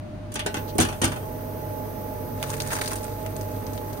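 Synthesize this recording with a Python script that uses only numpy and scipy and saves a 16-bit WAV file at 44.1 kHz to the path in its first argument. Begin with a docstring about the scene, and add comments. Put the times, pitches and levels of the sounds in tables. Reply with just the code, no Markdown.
"""The flap of a refrigerated vending machine is pulled down: the catch clicks, the hinge rubs, the flap
clatters twice against its stops. Each contact chatters and rings the metal and the panel.
A hand then lifts out a cake in plastic film, which buckles in loud snaps and small creases.
The compressor hums throughout; fan noise and a thin hiss come out of the open cold compartment."""
import sys
import numpy as np
from scipy import signal
from scipy.fft import rfft, irfft
from scipy.io import wavfile

SR = 44100
rng = np.random.default_rng(int(sys.argv[2]) if len(sys.argv) > 2 else 0)


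def transcribe(signal):
    """Save signal, clipped to [-1, 1], as a 16-bit WAV file at the path in sys.argv[1]."""
    frames = np.atleast_2d(signal).T
    limited = np.clip(frames, -1, 1)
    pcm = np.round(limited * 32767).astype(np.int16)
    wavfile.write(sys.argv[1], SR, pcm)


N = 176400
RING_SAMPLES = SR // 2
THIRD_OCTAVE_EDGES_HZ = 28 * 2 ** (np.arange(29) / 3)

# Left-right likeness of impacts and of steady noise: (frequency [Hz], correlation before clipping [-])
IMPACT_LIKENESS = [(60, 0.85), (250, 0.87), (600, -0.056), (1500, -0.27), (5000, -0.057), (14000, -0.0036)]
AIR_LIKENESS = [(50, 0.28), (130, 1), (300, 0.64), (700, 0.069), (9500, -0.014), (11200, -2.3),
                (12600, .85)]

# Machine noise: (frequency [Hz], relative density [dB])
COMPRESSOR_SPECTRUM = [(20, -9), (45, -5), (125, -4), (340, -5.5), (460, -25.5), (600, -9), (870, -19.5),
                       (2000, -28), (9000, -45.5), (15000, -63)]
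FAN_SPECTRUM = [(40, -29), (110, 1), (175, -8), (255, 5.5), (370, -1), (440, 8.5), (640, -4.5), (740, -13),
                (840, -1.5), (980, -8.5), (2500, -24), (8000, -38)]
HISS_SPECTRUM = [(3000, -24), (5000, -6.5), (5720, -3), (6600, -8.5), (8100, -7), (9400, -8), (10400, -5.5),
                 (11800, -9.5), (12650, 2.5), (13500, 9), (14200, -7), (15600, -0.5)]
# Machine tones: (frequency [Hz], level [dB], steady power share [0-1])
COMPRESSOR_TONES = [(49.7, -47, .95), (100.1, -38.3, .97), (106.5, -48, .7), (126.3, -51.5, .8),
                    (607, -44.3, .9)]
FAN_TONES = [(141.3, -45.5, .6), (253, -51, .7), (635.2, -44.5, .6), (855.4, -40.8, .95)]
# Fan and hiss as the compartment opens: (time [s], gain [dB])
FAN_SWELL = [(0, -42), (.45, -7.5), (.62, -1.5), (1.0, -6.5), (1.4, -1), (4, -1)]
HISS_SWELL = [(.29, -31), (.6, 0.5), (.95, -6), (1.3, -1), (1.9, 0), (4, -1)]

# Film crack: (frequency [Hz], relative density [dB])
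FILM_SPECTRUM = [(400, -1), (900, 4.5), (1700, -0.5), (3000, -7.5), (4500, -6), (7000, -4), (9200, 0.5),
                 (11500, -21), (13000, -7), (15500, -6)]
# Film snaps: (time [s], level [dB], facet resonance [Hz], pan L-R [dB])
FILM_SNAPS = [(2.4278, -11, 2960, -6.5), (2.438, -20, 1290, 13), (2.5025, -18, 6860, 4),
              (2.54, -19, 2430, 0), (2.6022, -10.5, 4200, -1.5), (2.62, -17.5, 6500, 2),
              (2.6741, -21.5, 7050, -8), (2.72, -16, 1490, -4), (2.73, -20, 1810, 4),
              (2.7654, -14, 1700, 1), (2.7877, -15.5, 1300, 2), (2.8139, -13, 3370, -4),
              (2.8173, -11, 1790, -3), (2.8769, -15.5, 4500, -1), (2.881, -19.5, 7850, 3),
              (2.9327, -20, 8900, -7), (3.043, -25, 8500, -3), (3.2624, -21, 2580, 6.5),
              (3.3651, -25, 8200, 9), (3.411, -25, 5600, 3), (3.6665, -28, 5400, 9),
              (3.7332, -30, 7500, 12), (3.7772, -26, 3420, 7), (3.9309, -31.5, 5300, 11)]
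# How hard the film is handled: (time [s], crease level [dB])
FILM_HANDLING = [(2.36, -52.5), (2.53, -36), (2.58, -43.5), (2.66, -40.5), (2.73, -28.5), (2.80, -36),
                 (2.93, -34), (3.02, -44), (3.2, -50.5), (4, -52)]

# Flap contacts: (time [s], clack level [dB], thud level [dB], clack tilt [dB/octave])
FLAP_CONTACTS = [(0.3185, -40.5, -64, 2), (0.34, -33.5, -64, 8), (.355, -25.5, -30, -0.5),
                 (0.3921, -25, -45, -2.5), (.397, -36.5, -41, 3.5), (0.4615, -22, -24.5, -2.5),
                 (0.542, -26, -29.5, -2.5), (0.5665, -28, -29.5, -5), (.752, -48, -23, 3),
                 (0.7818, -21.5, -35, 3.5), (0.7864, -18, -14, -5.5), (0.8009, -18.5, -20, 0),
                 (.8094, -18.5, -22, 2), (.8187, -23.5, -25, 2), (0.827, -27, -25, 3),
                 (.848, -26.5, -28, -1.5), (0.8863, -28.5, -35, -3.5), (0.9252, -33, -54, -4.5),
                 (1.0161, -20, -20.5, -0.5), (1.033, -22, -16.5, -4), (1.0403, -18.5, -40, 1.5),
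                 (1.051, -24.5, -26.5, 4.5), (1.076, -27.5, -27, -2.5), (1.118, -28.5, -39, -5),
                 (1.16, -32.5, -37, -5.5), (1.227, -38, -36, -15)]
# Dense ringing of flap (clack) and panel (thud): (frequency [Hz], relative density [dB])
CLACK_SPECTRUM = [(300, -40), (550, -8.5), (850, 6), (1100, 0), (1550, 3), (2100, -1), (2900, 3.5),
                  (4200, -5.5), (6300, -0.5), (8800, 0.5), (10200, -9.5), (11500, -12), (15500, -17)]
THUD_SPECTRUM = [(35, -15), (75, 1), (110, 0.5), (165, -4.5), (220, 2.5), (340, 2), (450, -0.5), (650, -17),
                 (1200, -25)]
# Its decay: (frequency [Hz], T60 [s])
CLACK_DECAY = [(400, 0.17), (1500, 0.16), (4000, 0.14), (9000, 0.028), (15000, .04)]
THUD_DECAY = [(60, 0.98), (200, 0.13), (600, 0.043)]
# Clear modes of the flap: (frequency [Hz], relative level [dB], T60 [s])
METAL_MODES = [(800, -19, .2), (900, -21, .2), (1170, -22, .35), (1482, -20, .28), (1514, -19, .28),
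               (2957, -23, .25), (3180, -21, .2), (4830, -23, .16), (5695, -20, .16), (8212, -22, .12),
               (8477, -22, .12), (9226, -21, .12), (9809, -25, .15)]
PANEL_MODES = [(97, -1, .25), (220, -3, .21), (334, -1, .18), (407, 3.5, .22), (490, -2, .22),
               (641, -7, .15)]

# Microphone port peaks and notches: (frequency [Hz], width [Hz], left gain [dB], right gain [dB])
PORT_RESONANCES = [(4700, 2000, 2.5, -3), (5370, 260, -26, -29), (7606, 840, -30, -46), (9530, 690, 2, 10)]


def from_db(db):
    """Decibels to gain."""
    return 10 ** (np.asarray(db) / 20)


def unit_rms(x):
    """Scale to rms 1."""
    return x / np.sqrt(np.mean(x ** 2) + 1e-20)


def at_hz(table, hz):
    """Interpolate on a log-frequency axis."""
    points_hz, values = np.transpose(table)
    return np.interp(np.log(np.maximum(hz, 1)), np.log(points_hz), values)


def gain_curve(table):
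    """Gain per sample from (time [s], level [dB])."""
    return from_db(np.interp(np.arange(N) / SR, *np.transpose(table)))


def pan(db):
    """Stereo gains for an L-R level difference."""
    return from_db(np.array([[.5], [-.5]]) * db)


def add(out, time_s, sound):
    """Mix a sound in at time_s."""
    start = int(time_s * SR)
    out[:, start:start + sound.shape[1]] += sound[:, :N - start]


def bandpass(x, hz, width_hz):
    """One resonance, peak gain 1."""
    return signal.lfilter(*signal.iirpeak(hz, hz / width_hz, fs=SR), x)


def mode(force, hz, t60_s):
    """Damped resonator: a unit impulse rings a sine of height 1."""
    r, w = np.exp(-np.log(1000) / (t60_s * SR)), 2 * np.pi * hz / SR
    return signal.lfilter([0, np.sin(w)], [1, -2 * r * np.cos(w), r * r], force + 1e-18)


def noise(spectrum, likeness, samples=N):
    """Coloured, partly correlated stereo noise; rms 1."""
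    hz = np.arange(samples // 2 + 1) * SR / samples
    alike = np.clip(at_hz(likeness, hz), -.99, .99)
    mid, side = rfft(rng.standard_normal((2, samples))) * from_db(at_hz(spectrum, hz))
    stereo = np.sqrt(1 + alike) * mid + np.sqrt(1 - alike) * side * [[1], [-1]]
    return unit_rms(irfft(stereo, samples))


def dense_ring(spectrum, decay, tail_db, tail_t60_s, tilt_db_oct=0):
    """Many close modes struck at once: each third octave decays at its own rate, over a cabinet tail."""
    t = np.arange(RING_SAMPLES) / SR
    hz = np.arange(RING_SAMPLES // 2 + 1) * SR / RING_SAMPLES
    white = rfft(noise([(1, 0), (2, 0)], IMPACT_LIKENESS, RING_SAMPLES))
    tail = from_db(tail_db - 60 * t / tail_t60_s)
    out = np.zeros((2, RING_SAMPLES))
    for low_hz, high_hz in zip(THIRD_OCTAVE_EDGES_HZ, THIRD_OCTAVE_EDGES_HZ[1:]):
        if high_hz > spectrum[0][0] and low_hz < spectrum[-1][0]:
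            centre_hz = np.sqrt(low_hz * high_hz)
            band = irfft(white * ((hz >= low_hz) & (hz < high_hz)), RING_SAMPLES)
            envelope = from_db(-60 * t / at_hz(decay, centre_hz)) + tail
            density_db = at_hz(spectrum, centre_hz) + tilt_db_oct * np.log2(centre_hz)
            out += unit_rms(band * envelope) * np.sqrt(high_hz - low_hz) * from_db(density_db)
    return unit_rms(out) * np.sqrt(.01 * SR / RING_SAMPLES)  # energy of 10 ms at rms 1


def tones(table, waver_share=0.01, left_lag_s=0.00027, control_hz=400):
    """Machine tones, part steady, part wavering; they reach the left ear later."""
    out, t = 0, np.arange(N) / SR
    control_t = np.arange(5 * control_hz) / control_hz
    for hz, db, steady in table:
        r = np.exp(-2 * np.pi * hz * waver_share / control_hz)
        white = rng.standard_normal((2, len(control_t)))
        real, imag = unit_rms(signal.lfilter([1], [1, -2 * r, r * r], white))
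        waver = np.interp(t + 1, control_t, real + 1j * imag)  # skip 1 s of filter settling
        amplitude = np.sqrt(2 * steady) + np.sqrt(1 - steady) * waver
        carrier = np.exp(2j * np.pi * hz * np.array([t - left_lag_s, t]))
        out = out + from_db(db) * unit_rms(np.real(amplitude * carrier))
    return out


def compressor(noise_db=-39, tone_gain_db=-0.08):
    """Constant rumble and hum."""
    rumble = from_db(noise_db) * noise(COMPRESSOR_SPECTRUM, AIR_LIKENESS)
    return rumble + from_db(tone_gain_db) * tones(COMPRESSOR_TONES)


def fan(noise_db=-37.5, tone_gain_db=0.2, pan_db=-7):
    """Air noise and tones, heard through the opening."""
    air = from_db(noise_db) * noise(FAN_SPECTRUM, AIR_LIKENESS)
    hum = from_db(tone_gain_db) * tones(FAN_TONES)
    return gain_curve(FAN_SWELL) * pan(pan_db) * (air + hum)


def hiss(gain_db=-45, pan_db=0.5):
    """Thin hiss; grows as the compartment opens and comes closer."""
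    return from_db(gain_db) * gain_curve(HISS_SWELL) * pan(pan_db) * noise(HISS_SPECTRUM, AIR_LIKENESS)


def buckle(facet_hz, t60_s, tail_db, tail_t60_s, facet_db=8, width_share=0.4):
    """One film crack with its compartment echo, coloured by the facet that buckles."""
    crack = dense_ring(FILM_SPECTRUM, [(1, t60_s)], tail_db, tail_t60_s)
    return crack + from_db(facet_db) * bandpass(crack, facet_hz, facet_hz * width_share)


def film_snaps(gain_db=-19.5):
    """Single facets buckle loudly."""
    out = np.zeros((2, N))
    for time_s, db, facet_hz, pan_db in FILM_SNAPS:
        snap = buckle(facet_hz, t60_s=0.0091, tail_db=-7, tail_t60_s=0.069)
        add(out, time_s, from_db(db + gain_db) * pan(pan_db) * snap)
    return out


def film_creases(rate_per_s=260, spread_db=3, facets=12):
    """Handling sets off a stream of small buckles, each on a random facet."""
    heights = from_db(spread_db * np.minimum(rng.exponential(1, N), 4)) * rng.choice([-1, 1], N)
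    clicks = heights * (rng.random(N) < rate_per_s / SR)
    click_facet = rng.integers(0, facets, N)
    creases = np.zeros((2, N))
    for facet, hz in enumerate(np.geomspace(900, 9000, facets)):
        crack = buckle(hz, t60_s=0.0013, tail_db=-9.5, tail_t60_s=0.088)
        creases += signal.oaconvolve((clicks * (click_facet == facet))[None], crack)[:, :N]
    touched = np.arange(N) / SR > FILM_HANDLING[0][0]
    return touched * gain_curve(FILM_HANDLING) * unit_rms(creases)


def hinge(centre_s=.695, half_length_s=.018, level_db=-43.5):
    """Brief rub: the flap's colour through one broad resonance."""
    swell = np.exp(-((np.arange(N) / SR - centre_s) / half_length_s) ** 2)
    rub = bandpass(noise(CLACK_SPECTRUM, IMPACT_LIKENESS), hz=4350, width_hz=1000)
    return from_db(level_db) * swell * unit_rms(rub)


def ping(time_s=.8105, level_db=-45.5):
    """A thin metal part, knocked at the first stop, rings on."""
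    knock = np.arange(N) == int(time_s * SR)
    return from_db(level_db) * mode(knock, hz=10280, t60_s=.65)


def contact_force(bounces_per_s=970, decay_s=0.0024, samples=1024):
    """One touch, then dying micro-bounces; unit energy."""
    bounces = (rng.random(samples) < bounces_per_s / SR) * rng.standard_normal(samples)
    force = bounces * np.exp(-np.arange(samples) / SR / decay_s)
    force[0] = 1
    return force[None] / np.linalg.norm(force)


def struck(modes, times_s, levels_db, pitch_ratio=1):
    """Each contact rings each mode with a random strength per ear."""
    out = 0
    for hz, mode_db, t60_s in modes:
        force = np.zeros((2, N))
        alike = np.clip(at_hz(IMPACT_LIKENESS, hz), 0, 1)
        for time_s, contact_db in zip(times_s, levels_db):
            common = np.sqrt(alike) * rng.choice([-1, 1])
            per_ear = np.sqrt(1 - alike) * rng.standard_normal(2)
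            force[:, int(time_s * SR)] = from_db(contact_db) * (common + per_ear)
        out = out + from_db(mode_db) * mode(force, hz * pitch_ratio, t60_s)
    return out


def flap_impacts(clack_rise_s=0.00039, thud_rise_s=0.0033, clack_pan_db=-1):
    """Each contact gives a chattering clack and a slower-rising panel thud."""
    out, t = np.zeros((2, N)), np.arange(RING_SAMPLES) / SR
    for time_s, clack_db, thud_db, tilt_db_oct in FLAP_CONTACTS:
        clack = dense_ring(CLACK_SPECTRUM, CLACK_DECAY, tail_db=-29, tail_t60_s=0.8,
                           tilt_db_oct=tilt_db_oct)
        clack *= 1 - np.exp(-t / clack_rise_s)
        thud = dense_ring(THUD_SPECTRUM, THUD_DECAY, tail_db=-19, tail_t60_s=0.33)
        thud *= 1 - np.exp(-t / thud_rise_s)
        chatter = signal.fftconvolve(clack, contact_force())
        add(out, time_s, from_db(clack_db) * pan(clack_pan_db) * chatter)
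        add(out, time_s, from_db(thud_db) * thud)
    return out


def flap_ring(metal_gain_db=-0.5, panel_gain_db=-10.5, fully_open_s=1.0):
    """The contacts ring clear modes of metal and panel; fully open, the panel rings lower."""
    times_s, clack_db, thud_db, _ = np.transpose(FLAP_CONTACTS)
    is_open = times_s > fully_open_s
    panel = struck(PANEL_MODES, times_s[~is_open], thud_db[~is_open])
    panel += struck(PANEL_MODES, times_s[is_open], thud_db[is_open], pitch_ratio=.9)
    metal = struck(METAL_MODES, times_s, clack_db)
    return from_db(metal_gain_db) * metal + from_db(panel_gain_db) * panel


def scene():
    """Machine, flap and film."""
    machine = compressor() + fan() + hiss()
    flap = flap_impacts() + flap_ring() + hinge() + ping()
    return machine + flap + film_snaps() + film_creases()


def record(dry):
    """The ports colour each channel; a steep low-pass cuts the top."""
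    for hz, width_hz, left_db, right_db in PORT_RESONANCES:
        dry = dry + (from_db([[left_db], [right_db]]) - 1) * bandpass(dry, hz, width_hz)
    cutoff_hz = 15750
    return signal.sosfilt(signal.ellip(12, .1, 90, cutoff_hz, fs=SR, output="sos"), dry)


dry = scene()
out = record(dry)
transcribe(out)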